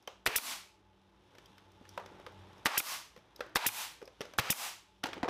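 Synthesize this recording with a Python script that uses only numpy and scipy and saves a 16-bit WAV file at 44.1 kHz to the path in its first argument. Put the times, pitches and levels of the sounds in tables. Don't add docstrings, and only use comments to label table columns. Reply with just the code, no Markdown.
import sys
import numpy as np
from scipy import signal
from scipy.fft import rfft, irfft
from scipy.io import wavfile

SR = 44100
rng = np.random.default_rng(int(sys.argv[2]) if len(sys.argv) > 2 else 0)


def gain_from_decibels(decibels):
    exponent = np.asarray(decibels, float) / 20
    return 10 ** exponent


def bounce(signal):
    frames = np.transpose(np.atleast_2d(signal))
    limited = np.clip(frames, -1, 1)
    pcm = np.round(limited * 32767).astype(np.int16)
    wavfile.write(sys.argv[1], SR, pcm)


N = 233681
BLAST_S = .0030

# strike t/s, strike level/dB, driver ring f/Hz, bumper level/dB, box thump level/dB
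SHOTS = [
    (0.263, -3.5, 1810, -5, -12.5),
    (2.6575, 1.5, 1692, -0.5, -24.5),
    (3.5576, 2.5, 1850, -0.5, -43),
    (4.3860, -0.5, 1460, -4, -5),
]
# valve t/s, valve level/dB, closing level/dB, air puff level/dB, puff f/Hz
RELEASES = [
    (0.3573, 0, 6.5, -25.5, 140),
    (2.7750, -1, 10.5, -22, 240),
    (3.6622, 2.5, 5, -18.5, 71),
    (4.5, -3.5, 6.5, -20, 124),
]
# f/Hz, level per Hz/dB
JET = [(120, -32), (200, -6), (1300, -20), (3290, 1.5), (3660, 1.5), (4320, -7.5), (5180, 4), (7180, -1.5),
       (12400, 4.5), (15400, 3.5)]
# t/s, rustle level/dB
BUSTLE = [(0, -70.5), (1.0, -71.5), (1.27, -68), (1.45, -64), (1.68, -67), (2.15, -58.5), (2.35, -61),
          (2.6, -59), (3.15, -68.5), (3.5, -61.5), (4.15, -68), (4.3, -62), (4.9, -71.5), (5.02, -73.5),
          (5.15, -53.5), (5.3, -58.5)]


def at_hz(points, hz):
    table = np.array(points)
    return np.interp(np.log(hz), np.log(table[:, 0]), table[:, 1])


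def noise(spectrum, size):
    hz = np.maximum(np.fft.rfftfreq(size, 1 / SR), 1)
    x = irfft(rfft(rng.standard_normal(size)) * gain_from_decibels(at_hz(spectrum, hz)), size)
    return x / np.std(x)


def band(x, lo_hz, hi_hz):
    return signal.sosfilt(signal.butter(2, [lo_hz, min(hi_hz, .45 * SR)], "band", fs=SR, output="sos"), x)


def dying(t60, rise=0.00074):
    t = np.arange(SR // 4) / SR
    return (1 - np.exp(-t / rise)) * gain_from_decibels(-60 * t / t60)


def ring(hz, t60, rise=0.00085):
    return dying(t60, rise) * np.sin(2 * np.pi * hz * np.arange(SR // 4) / SR)


def thump(t60, hi_hz):
    low = band(rng.standard_normal(SR // 4), 22, hi_hz)
    rumble = dying(t60, rise=0.00051) * gain_from_decibels(-2.5) * low / np.std(low)
    return rumble + ring(0.39 * hi_hz, 1.6 * t60, rise=0.0011)


def click():
    white = rng.standard_normal(SR // 4)
    bright = band(white, 3000, 15000) + gain_from_decibels(11.5) * band(white, 4840, 6160)
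    return bright * dying(0.015, rise=0.0005)


def add(out, s, x):
    i = round(s * SR)
    out[i:i + len(x)] += x[:N - i]


def shop():
    # f/Hz, width/Hz, level/dB
    hums = [(94.4, 6, -4), (193.6, 3.6, -4.5), (360, 66, -6), (587, 41, -12), (859, 34, -5.5)]
    # t/s, level/dB
    machine = [(0, -67), (1.3, -70), (1.95, -60), (2.15, -61.5), (2.35, -59), (2.6, -61), (3.1, -89),
               (4.2, -82), (4.85, -72.5), (5.3, -61)]
    # f/Hz, level per Hz/dB
    rustle_colour = [(15, -39), (25, -21), (97, -4.5), (155, -9.5), (186, -7.5), (247, -15), (289, -5.5),
                     (682, -14), (862, -8.5), (1120, -13), (2860, -24), (7110, -43), (12600, -50),
                     (16400, -86.5), (22000, -120)]
    # f/Hz, level per Hz/dB
    scuff_colour = [(1200, -22), (2600, -1), (3600, 3), (4400, -8), (5500, -6), (7500, -16.5),
                    (12600, -18.5), (13400, -40)]
    # middle t/s, half length/s, level/dB
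    slides = [(0, 0.24, -84), (1.017, 0.085, -90.5), (1.434, 0.18, -76), (1.94, 0.1, -76),
              (2.45, 0.75, -72.5), (4.29, 0.17, -73), (4.959, 0.087, -80.5)]
    t = np.arange(N) / SR

    hum = np.zeros(N)
    for hz, width, db in hums:
        waver = band(rng.standard_normal(N), hz - width / 2, hz + width / 2)
        hum += gain_from_decibels(db) * waver / np.std(waver)

    flicker = band(rng.standard_normal(N), 2.5, 40)
    rustle = noise(rustle_colour, N) * gain_from_decibels(0.5 * flicker / np.std(flicker))

    catch = band(rng.standard_normal(N), 3.7, 150)
    sliding = gain_from_decibels(-81.5) + np.zeros(N)
    for s, half, db in slides:
        sliding += gain_from_decibels(db) * np.exp(-((t - s) / half) ** 2)
    scuff = noise(scuff_colour, N) * sliding * gain_from_decibels(1.83 * catch / np.std(catch))

    hum_level = gain_from_decibels(np.interp(t, *np.transpose(machine)) - 3.0)
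    rustle_level = gain_from_decibels(np.interp(t, *np.transpose(BUSTLE)))
    return scuff + hum_level * hum + rustle_level * rustle


def crumbs():
    hits_per_s, crumb_t60_s, crumb_db = 58, .025, 14.5
    mains_hz, mains_width_hz, mains_db = 56, 7.9, -75.5
    t = np.arange(N) / SR
    strength = gain_from_decibels(3.5 * np.minimum(rng.exponential(1, N), 3))
    hits = (rng.random(N) < hits_per_s / SR) * strength
    dealt = rng.integers(0, 6, N)
    out = np.zeros(N)
    for k, hz in enumerate(np.geomspace(300, 5000, 6)):
        shake = signal.lfilter([1], [1, -gain_from_decibels(-60 / (crumb_t60_s * SR))], hits * (dealt == k) + 1e-18)
        grain = band(rng.standard_normal(N), hz / 1.4, hz * 1.1)
        out += gain_from_decibels(-3.5 * k) * shake * grain / np.std(grain)
    mains = band(rng.standard_normal(N), mains_hz - mains_width_hz / 2, mains_hz + mains_width_hz / 2)
    level = gain_from_decibels(np.interp(t, *np.transpose(BUSTLE)) + crumb_db - 18)
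    return level * out + gain_from_decibels(mains_db) * mains / np.std(mains)


def steel():
    # t/s, level/dB, ring f/Hz, ring level over the click/dB
    parts = [(0.025, -60, 5500, -21.5), (0.0744, -40.5, 3120, 6.5), (1.458, -54, 3210, 4),
             (1.718, -63, 8440, -12), (1.8908, -46, 6470, -16), (2.322, -62, 2000, 6.5),
             (2.531, -63, 5000, -6), (2.58, -63, 6550, -3), (3.188, -65, 2300, 4), (3.361, -45.5, 3900, -4),
             (3.494, -64, 6000, -6), (4.055, -52, 4940, -5), (4.207, -44, 3070, 9), (5.037, -32, 3910, 2),
             (5.058, -42, 6280, -2), (5.068, -43, 7500, -6), (5.14, -52, 5240, -3), (5.285, -48.5, 5560, 8)]
    out = np.zeros(N)
    for s, db, hz, ring_db in parts:
        add(out, s, gain_from_decibels(db) * (click() + gain_from_decibels(ring_db) * ring(hz, 0.025)))
    return out


def knocks(rows, click_db):
    out = np.zeros(N)
    for s, wood_db, wood_hz, hard_db in rows:
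        white = rng.standard_normal((2, SR // 4))
        grain = band(white[1], .45 * wood_hz, 2.2 * wood_hz)
        wood = ring(wood_hz, 0.04, rise=0.00054) + gain_from_decibels(10.5) * grain * dying(0.026, rise=0.00087)
        wood += gain_from_decibels(-6.0) * (ring(501, 0.047) - ring(1120, 0.0064))

        tick_hz = 1620 * gain_from_decibels(2 * rng.standard_normal())
        tick = gain_from_decibels(-7.5) * ring(tick_hz, 0.016)
        tick += gain_from_decibels(1.0) * band(white[0], 1100, 3600) * dying(0.029, rise=0.00075)
        hard = gain_from_decibels(5.0) * tick + gain_from_decibels(click_db) * click()
        add(out, s, gain_from_decibels(wood_db - 2.0) * wood + gain_from_decibels(wood_db + hard_db) * hard)
    return out


def blow(db, crack_db):
    # f/Hz, level/dB, t60/s
    body = [(480, -11, .025), (820, -7, .03), (1180, -8, .025), (2050, -8, .016), (2550, -10, .014),
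            (3600, -14, .01), (5300, -13, .01)]
    # f/Hz, level per Hz/dB
    crack_colour = [(200, -7), (800, -3.5), (2200, 4), (4000, -0.5), (6000, -9.5), (9000, -14.5),
                    (13000, -24.5), (17000, -44.5)]
    modes = np.zeros(SR // 4)
    for hz, mode_db, t60 in body:
        a, b = rng.standard_normal(2)
        modes += gain_from_decibels(mode_db + 1.3 * a) * np.sign(b) * ring(hz * gain_from_decibels(0.071 * b), t60)
    snap = gain_from_decibels(0.5) * dying(0.0043, rise=.0001) * noise(JET, SR // 4)
    crack = gain_from_decibels(crack_db) * dying(0.018) * noise(crack_colour, SR // 4)
    return gain_from_decibels(db) * (modes + snap + crack)


def shots():
    inrush_s, bumper_s, rebound_s, settle_s = .0058, .0056, .0092, .0125
    out, t = np.zeros(N), np.arange(SR // 4) / SR
    size = round(inrush_s * SR)
    tightening = t - 0.000281 * (1 - np.exp(-t / 0.00058))
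    sunk = np.exp(-(t / .0014) ** 2) * (1 - np.exp(-t / .00005))
    for s, strike_db, ring_hz, bumper_db, thump_db in SHOTS:
        add(out, s - inrush_s, gain_from_decibels(-35.5) * np.linspace(0, 1, size) ** 0.43 * noise(JET, size))
        add(out, s, -gain_from_decibels(strike_db) * sunk * np.sin(2 * np.pi * 1.134 * ring_hz * tightening))
        add(out, s, blow(bumper_db - 13.5, crack_db=10.5))

        bumper = blow(bumper_db, crack_db=0.5)
        bumper += gain_from_decibels(bumper_db - 6) * ring(1.3 * ring_hz, 0.0027)
        bumper += gain_from_decibels(thump_db) * thump(0.038, hi_hz=321)
        add(out, s + bumper_s, bumper)
        add(out, s + rebound_s, blow(bumper_db + .5, crack_db=1.5))
        add(out, s + settle_s, blow(bumper_db - 2.5, crack_db=-0.5))
    return out


def exhaust():
    # f/Hz, level per Hz/dB
    spill = [(120, -50.5), (200, -6), (461, -14.5), (872, -6), (1500, -14), (2330, -10), (2590, -7.5),
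             (3600, -9.5), (9090, -9.5), (12400, -4), (15400, -9.5)]
    closing_s, blast_db, puff_cycles = .0268, -2.5, 6.4
    direct, spilled = np.zeros(N), np.zeros(N)
    t = np.arange(SR // 4) / SR
    shut = 1 / (1 + np.exp(np.clip((t - closing_s + BLAST_S) / .0008, -50, 50)))
    pressure = dying(1.0, rise=0.00012) * shut
    for s, valve_db, closing_db, puff_db, puff_hz in RELEASES:
        valve = ring(1970, 0.005, rise=0.00055) + gain_from_decibels(5) * ring(2530, 0.0038, rise=0.00074)
        add(direct, s, -gain_from_decibels(valve_db) * valve)

        closing = (ring(1410, 0.0082, rise=0.00039) + ring(2400, 0.015, rise=0.00024)) / 2
        add(direct, s + closing_s, gain_from_decibels(closing_db) * closing)
        add(direct, s + closing_s + 0.00075, blow(closing_db - 19.5, crack_db=7.0))

        add(direct, s + BLAST_S, gain_from_decibels(blast_db) * pressure * noise(JET, len(t)))
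        add(spilled, s + BLAST_S, gain_from_decibels(blast_db) * pressure * noise(spill, len(t)))
        puff = thump(puff_cycles / puff_hz, hi_hz=3.9 * puff_hz)
        add(direct, s + BLAST_S - .0015, -gain_from_decibels(puff_db) * puff)
    return direct, spilled


def room(x):
    # f/Hz, t60/s, level/dB
    tail_table = [(102.3, 0.48, -23), (302, 0.23, -4), (850, 0.37, 2.5), (2000, 0.43, -1), (5570, 0.39, -2),
                  (12200, 0.29, -7.5)]
    t60_points, db_points = [r[:2] for r in tail_table], [r[::2] for r in tail_table]
    edges = 50 * 2 ** (np.arange(27) / 3)
    white, tail = rng.standard_normal((2, N)), np.zeros(N)
    build = np.exp(-1 / (0.00043 * SR))
    for k, (lo, hi) in enumerate(zip(edges, edges[1:])):
        t60, db = at_hz(t60_points, lo), at_hz(db_points, lo)
        keep = gain_from_decibels(-120 / (t60 * SR))
        energy = band(x + 1e-9 * white[0], lo, hi) ** 2
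        decay = np.convolve([1, -keep], [1, -build])
        stored = signal.lfilter([(1 - keep) * (1 - build)], decay, energy)
        carrier = band(white[k % 2], lo, hi)
        tail += gain_from_decibels(db) * np.sqrt(np.abs(stored)) * carrier / np.std(carrier)
    return tail


def scene():
    # t/s, wood level/dB, wood f/Hz, hardness of the tick over the wood/dB
    touches = [(0.075, -36.5, 1134, -20), (0.0765, -33.5, 557, -29), (1.351, -55, 609, 1.5),
               (1.383, -51, 356, 4.5), (1.581, -55, 346, 6.5), (1.812, -46.5, 255, -30),
               (1.852, -54, 1750, -12), (1.976, -29, 956, -10), (1.977, -30.5, 530, -25),
               (1.998, -43, 460, -8), (2.06, -41.5, 386, -2.5), (2.146, -45, 340, -30),
               (2.198, -50, 570, -2.5), (2.264, -40.5, 1250, -4.5), (2.27, -42.5, 467, -17),
               (3.163, -46, 477, -3), (3.175, -45.5, 207, -7), (3.393, -45, 490, -9),
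               (3.406, -29.5, 553, -4.5), (3.408, -35, 1350, -24), (3.463, -43.5, 367, -7),
               (4.016, -42, 510, -9), (4.026, -37.5, 428, -14), (4.076, -44.5, 517, -3),
               (4.207, -29, 441, -7), (4.214, -39, 405, 6), (4.253, -41, 574, -4), (4.336, -43, 605, -1),
               (2.118, -50, 446, -25)]
    # same columns
    # t/s, wood level/dB, wood f/Hz, hardness of the tick over the wood/dB
    set_down = [(5.033, -40, 1340, -6), (5.038, -28.5, 705, 5.5), (5.056, -29.5, 854, -9),
                (5.067, -36.5, 488, 3), (5.088, -37, 345, -4), (5.131, -34, 850, 0.5), (5.14, -49, 940, -9),
                (5.167, -36, 270, -12), (5.178, -38, 358, -6.5), (5.23, -21.5, 730, -11),
                (5.233, -21.5, 282, -19), (5.243, -29, 900, -25), (5.255, -30.5, 481, -17),
                (5.28, -25.5, 700, -26), (5.285, -24, 420, -7.5), (5.292, -25, 474, -30),
                (5.041, -28.5, 295, -25)]
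    background = shop() + crumbs()
    wood = steel() + knocks(touches, click_db=-8) + knocks(set_down, click_db=-21)
    gun = shots()
    blast, spilled = exhaust()
    wet = room(gain_from_decibels(-1.5) * gun + gain_from_decibels(-5.5) * spilled + gain_from_decibels(-6.5) * wood)
    return np.tile(gun + blast + wood + wet + background, (2, 1))


def gain_control():
    attack_s, easing = 0.0051, 1.61
    # t/s, depth/dB, hold/s, recovery/s; a harder strike ducks the gain further
    dips = [(r[0], 24.5 + 1.01 * r[1], 0.038, 0.16) for r in SHOTS]
    dips += [(r[0] + BLAST_S, 28, 0.044, 0.13) for r in RELEASES]
    t, dip = np.arange(N) / SR, np.zeros(N)
    for s, depth_db, hold, recovery in dips:
        left = depth_db * np.clip(1 - (t - s - hold) / recovery, 0, 1) ** easing
        dip = np.maximum(dip, left * (t >= s))
    r = np.exp(-1 / (attack_s * SR))
    return gain_from_decibels(-signal.lfilter([1 - r], [1, -r], dip))


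def top_cut(x):
    return signal.sosfilt(signal.butter(12, 17000, fs=SR, output="sos"), x)


def record(dry):
    clip = .122
    x = dry * gain_control() / clip
    x = clip * x / (1 + np.abs(x) ** 6) ** (1 / 6)
    x = signal.sosfilt(signal.cheby2(10, 44, 16000, fs=SR, output="sos"), x)
    x = signal.sosfilt(signal.butter(2, 24, "high", fs=SR, output="sos"), x)
    return top_cut(x)


dry = scene()
out = record(dry)
bounce(out)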